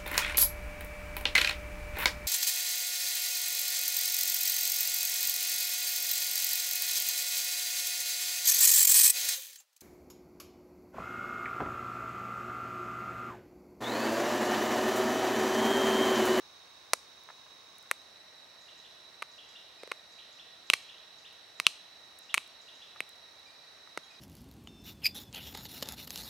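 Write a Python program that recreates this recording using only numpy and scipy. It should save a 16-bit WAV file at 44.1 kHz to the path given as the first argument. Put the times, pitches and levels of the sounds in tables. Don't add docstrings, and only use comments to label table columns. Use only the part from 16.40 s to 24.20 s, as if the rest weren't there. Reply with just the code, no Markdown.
import sys
import numpy as np
from scipy import signal
from scipy.fft import rfft, irfft
from scipy.io import wavfile

SR = 44100
rng = np.random.default_rng(int(sys.argv[2]) if len(sys.argv) > 2 else 0)


def output_pcm(signal):
    pcm = np.clip(np.atleast_2d(signal).T, -1, 1) * 32767
    wavfile.write(sys.argv[1], SR, np.round(pcm).astype(np.int16))


N = 343980

# frequency in Hz, relative power density in dB.
AIR_SPECTRUM = [(25, -27), (45, -16), (70, -4.5), (180, -5), (370, -0.5), (700, 2), (1400, 0.5),
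                (2800, -2.5), (5000, -6), (6400, -14), (7200, -14), (10000, -17), (15000, -23.5)]
# frequency in Hz, magnitude-squared coherence from 0 to 1.
AIR_COHERENCE = [(60, 0.99), (130, 0.54), (290, 0.14), (640, 0.25), (1410, 0.073), (3100, 0.23),
                 (6820, 0.083), (15000, 0)]
# centre in Hz, width in Hz, relative level in dB.
WHINE_EARLY = [(1084, 170, -5), (3840, 274, 2.5), (4390, 140, -6), (5400, 430, -7.5), (6160, 580, -11.5)]
WHINE_LATE = [(642, 94, -9), (1892, 127, -7), (3897, 236, 2), (4400, 110, -6), (5500, 470, -10.5),
              (6290, 200, -15)]
# frequency in Hz, right minus left in dB.
WHINE_BALANCE = [(2400, -1.5), (3800, 6), (6200, 4)]
# frequency in Hz, early rms level in dB, late rms level in dB.
THIN_TONE = (15714, -85, -102)
# band centre in Hz, relative level in dB, 60 dB decay time in seconds before the linger factor.
SCATTER = [(500, -12, 0.44), (2190, -3, 0.6), (3380, -3, 0.66), (4900, 8, 0.58), (7000, 10.5, 0.38),
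           (9600, 6, 0.42), (14000, 10, 0.3)]
# start in seconds, chirp level in dB.
BIRD_CALLS = [(2.211, -55.5), (2.374, -55), (2.912, -51), (3.085, -51), (3.716, -51), (3.920, -51.5),
              (4.264, -50), (4.419, -50), (4.779, -51), (5.176, -50.5), (5.824, -48), (6.210, -53),
              (6.347, -52)]
FALL_HZ = [7600, 7600, 6450, 4960, 4940, 4900]
CHIRP_HZ = [2370, 2628, 3089, 3658, 3350, 2770, 2440]
# start in seconds, pitch in Hz, level in dB.
WHISTLES = [(3.384, 2500, -62), (7.056, 2340, -62.5), (7.631, 3310, -64.5), (7.697, 2495, -61.5)]
WHISTLE_PARTIALS_DB = [1.5, -2.5, -14]
# start in seconds, level in dB, length in seconds.
SCRAPES = [(0.886, -48.5, 0.0086), (0.897, -49.5, 0.014), (1.061, -58.5, 0.0097), (6.557, -53, 0.011),
           (7.473, -53, 0.0042)]
# start in seconds, peak level in dB.
LOUD_GRIT = [(0.837, -44.5), (1.384, -38), (1.4275, -43.5), (4.9293, -47), (5.7888, -35), (6.0764, -46),
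             (6.692, -40)]
# start in seconds, force in dB, ring pitch in Hz, pad thud in dB,
# tool knock in dB, crack centre in Hz, crack in dB relative to the force,
# stall before the second break in seconds, strength of the second break as a ratio to the first.
SNAPS = [(0.5341, 10.5, 2220, 14, 13, 5950, 2, 0.003, 0.38),
         (1.5131, 13.5, 2060, 3.5, 9.5, 11400, -9, 0.000049, 0),
         (2.8225, -1, 2360, -2.5, 1.5, 4250, -11.5, 0.0033, 1.2),
         (3.4338, -13, 2160, 3, -15, 4200, -6.5, 0.0023, 0.5),
         (3.4754, -16.5, 2100, -5, -20, 4200, -5, 0.0056, 0),
         (3.5156, -0.5, 2380, 3, 0.5, 4400, -13.5, 0.0028, 1.7),
         (4.3005, 21.5, 2670, 4.5, 7.5, 4000, -11, 0, 0),
         (4.335, 16.5, 2430, 6, 5.5, 4750, -10.5, 0.0026, 1.34),
         (5.1998, 11.5, 2300, -3, 4.5, 4160, -7, 0, 0), (5.2671, 24, 2770, -1, 11.5, 3980, -10.5, 0, 0),
         (5.9424, 16, 2350, -11, 9, 8350, -9.5, 0.0044, 0.47),
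         (5.9749, 3, 2620, -2.5, -4, 4700, -15, .0037, 3.5),
         (6.6049, 10.5, 2310, -1, -8.5, 9000, -19, 0, 0),
         (7.5748, -2.5, 2150, 4.5, 1, 4800, -8, .0014, 0.97)]
# centre in Hz, width in Hz, level in dB.
BLADE_MODES = [(4150, 480, 1.5), (5920, 1180, -2.5), (8540, 960, -2), (9780, 620, 0), (11500, 1600, -5.5)]
# time in seconds, thud pitch in Hz, ratio of width to pitch, palm in dB relative to the thud.
PAD = [(.5, 572, 0.98, -38), (3.5, 470, 0.83, -24), (5.3, 440, 1.45, -3.5), (7.6, 434, 1.4, -10.5)]

FALL_DB, FALL_S = -61.5, 0.019
CHIRP_AFTER_S, CHIRP_S = 0.064, 0.031
WHISTLE_S = 0.0294
FINE_GRIT_DB, FINE_GRIT_SPREAD_DB = -56, 3
CRACK_FALL_DB_PER_OCTAVE = 5.5
SECOND_PITCH = 0.94
PALM_HZ, PALM_WIDTH_HZ = 166, 99
TOP_HZ = 16300

TIME = np.arange(N) / SR
FREQ = np.maximum(np.fft.rfftfreq(N, 1 / SR), 1)
SHORT = 2048
SHORT_TIME = np.arange(SHORT) / SR
SHORT_FREQ = np.maximum(np.fft.rfftfreq(SHORT, 1 / SR), 1)
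MID_SIDE = np.array([[1], [-1]])
LEFT_RIGHT = np.array([[-1], [1]])


def amp(db):
    return 10 ** (np.asarray(db) / 20)


def unit(x):
    return x / np.sqrt(np.mean(x ** 2))


def band(freq, hz, width):
    return 1 / (1 + 1j * (freq ** 2 - hz ** 2) / (freq * width))


def along(points, freq):
    hz, value = np.transpose(points)
    return np.interp(np.log(freq), np.log(hz), value)


def add(track, s, sound):
    start = int(round(s * SR))
    track[start:start + len(sound)] += sound[:N - start]


def pan(x, right_db):
    return amp(LEFT_RIGHT * right_db / 2) * x


def hiss(gain, right_db=0):
    alike = np.sqrt(np.clip(along(AIR_COHERENCE, FREQ), 0, 1))
    mid, side = rfft(rng.standard_normal((2, N)))
    pair = mid * np.sqrt(1 + alike) + side * np.sqrt(1 - alike) * MID_SIDE
    return unit(irfft(gain * pan(pair, right_db), N))


def whine(resonances):
    power = sum(np.abs(amp(db) * band(FREQ, hz, width) ** 2) ** 2 for hz, width, db in resonances)
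    return hiss(np.sqrt(power), along(WHINE_BALANCE, FREQ))


def background(change_s=1.57, change_length_s=0.48):
    late = np.clip((TIME - change_s) / change_length_s + 0.5, 0, 1)
    early_whine = amp(-57.0) * np.sqrt(1 - late) * whine(WHINE_EARLY)
    late_whine = amp(-56) * np.sqrt(late) * whine(WHINE_LATE)
    hz, early_db, late_db = THIN_TONE
    tone_level = amp(early_db + late * (late_db - early_db))
    tone = np.sqrt(2) * tone_level * np.sin(2 * np.pi * hz * TIME)
    air = amp(-59.0) * hiss(amp(along(AIR_SPECTRUM, FREQ)))
    return early_whine + late_whine + tone + air


def wood(x, db, linger, apart):
    t, freq = TIME[:SR], np.arange(SR // 2 + 1) + 1
    mid, side = rfft(rng.standard_normal((2, SR)))
    noise = (mid + apart * side * MID_SIDE) / np.sqrt(SR)
    centres = np.array(SCATTER)[:, 0]
    echoes = 0
    for (hz, band_db, t60), own in zip(SCATTER, np.eye(len(SCATTER))):
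        share = along(np.transpose([centres, own]), freq)
        echoes = echoes + irfft(noise * share) * amp(band_db - 60 * t / (t60 * linger))
    return amp(db) * signal.fftconvolve(x[None], echoes, axes=1)[:, :N]


def knees(x, db, left_s, right_s):
    return amp(db) * np.array([np.interp(TIME - lag, TIME, x, left=0) for lag in (left_s, right_s)])


def note(length, contour, waver):
    u = np.linspace(0, 1, int(length * SR))
    pitches = np.asarray(contour) * (1 + waver * rng.standard_normal(len(contour)))
    hz = np.interp(u, np.linspace(0, 1, len(contour)), pitches)
    swell = np.sqrt(2) * np.sin(np.pi * u)
    return swell * np.sin(2 * np.pi * np.cumsum(hz) / SR)


def bird():
    out = np.zeros(N)
    for s, db in BIRD_CALLS:
        add(out, s, amp(FALL_DB) * note(FALL_S, FALL_HZ, waver=0.027))
        add(out, s + CHIRP_AFTER_S, amp(db) * note(CHIRP_S, CHIRP_HZ, waver=0.057))
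    for s, hz, db in WHISTLES:
        for k, partial_db in enumerate(WHISTLE_PARTIALS_DB, 1):
            partial = note(WHISTLE_S, np.full(7, k * hz), waver=0.03)
            add(out, s, amp(db + partial_db) * partial)
    return out


def scrapes(body_hz=1150, width_hz=1900):
    out = np.zeros(N)
    for s, db, length in SCRAPES:
        swell = np.sin(np.pi * np.minimum(SHORT_TIME / length, 1))
        slips = swell * rng.standard_normal(SHORT) ** 3
        grating = irfft(rfft(slips) * band(SHORT_FREQ, body_hz, width_hz) ** 4)
        add(out, s, amp(db) * np.sqrt(length * SR) * grating / np.linalg.norm(grating))
    return out


def crumble(db, decay_s):
    shower = rng.standard_normal(SHORT) ** 3 * np.exp(-SHORT_TIME / decay_s)
    return 1 + amp(db) * rfft(shower) / np.linalg.norm(shower)


def grit(count=7):
    out = np.zeros(N)
    fine = [(rng.uniform(0, TIME[-1]), rng.normal(FINE_GRIT_DB, FINE_GRIT_SPREAD_DB)) for _ in range(count)]
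    for s, db in LOUD_GRIT + fine:
        tick = irfft(band(SHORT_FREQ, hz=9000, width=8500) ** 2 * crumble(db=0, decay_s=0.00079))
        add(out, s, amp(db) * tick / np.abs(tick).max())
    return out


def fracture(force_db, ring_hz, knock_db, crack_hz, crack_db, thud=0, ring_width_hz=880,
             tool_hz=1190, tool_width_hz=820, edge_hz=13000):
    f = SHORT_FREQ
    release = 1 / (1 + 1j * np.sqrt(2) * f / edge_hz - (f / edge_hz) ** 2)
    ring = amp(force_db) * band(f, ring_hz, ring_width_hz) ** 2
    knock = amp(knock_db) * band(f, tool_hz, tool_width_hz) ** 3
    crack = 0
    for k, (hz, width, db) in enumerate(BLADE_MODES):
        mode_db = force_db + crack_db + db - CRACK_FALL_DB_PER_OCTAVE * abs(np.log2(hz / crack_hz))
        crack = crack + (-1) ** k * amp(mode_db) * band(f, hz, width)
    body = (ring + thud - knock) * crumble(db=-17, decay_s=0.0036)
    return irfft((body - crack * crumble(db=-8.5, decay_s=0.0022)) * release)


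def snaps():
    out = np.zeros(N)
    pad_s, *pad = np.transpose(PAD)
    for s, force_db, ring_hz, thud_db, knock_db, crack_hz, crack_db, stall_s, second in SNAPS:
        thud_hz, width_ratio, palm_db = (np.interp(s, pad_s, column) for column in pad)
        palm = amp(palm_db) * band(SHORT_FREQ, PALM_HZ, PALM_WIDTH_HZ) ** 2
        thud = amp(thud_db) * (band(SHORT_FREQ, thud_hz, thud_hz * width_ratio) ** 3 + palm)
        add(out, s, fracture(force_db, ring_hz, knock_db, crack_hz, crack_db, thud))
        second_break = fracture(force_db, ring_hz * SECOND_PITCH, knock_db, crack_hz, crack_db)
        add(out, s + stall_s, second * second_break)
    return out


def scene(close_db=-7):
    flint = snaps() + grit() + scrapes()
    song = bird()
    distance = amp(np.interp(TIME, [1.5, 2], [close_db, 0]))
    flint_tail = wood(flint * distance, db=-9.0, linger=0.79, apart=0.45)
    near = flint + knees(flint, db=-18, left_s=0.001074, right_s=0.00151) + flint_tail
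    dulled = irfft(rfft(song) * band(FREQ, hz=2620, width=1360), N)
    song_tail = wood(dulled, db=17.5, linger=1.68, apart=0.36)
    far = amp(-1.5) * pan(song, right_db=3.5) + song_tail
    return near + far + background()


def record(dry):
    low_pass = signal.ellip(8, 0.2, 70, TOP_HZ, fs=SR, output="sos")
    return np.clip(signal.sosfilt(low_pass, dry), -1, 1)


dry = scene()
out = record(dry)
output_pcm(out)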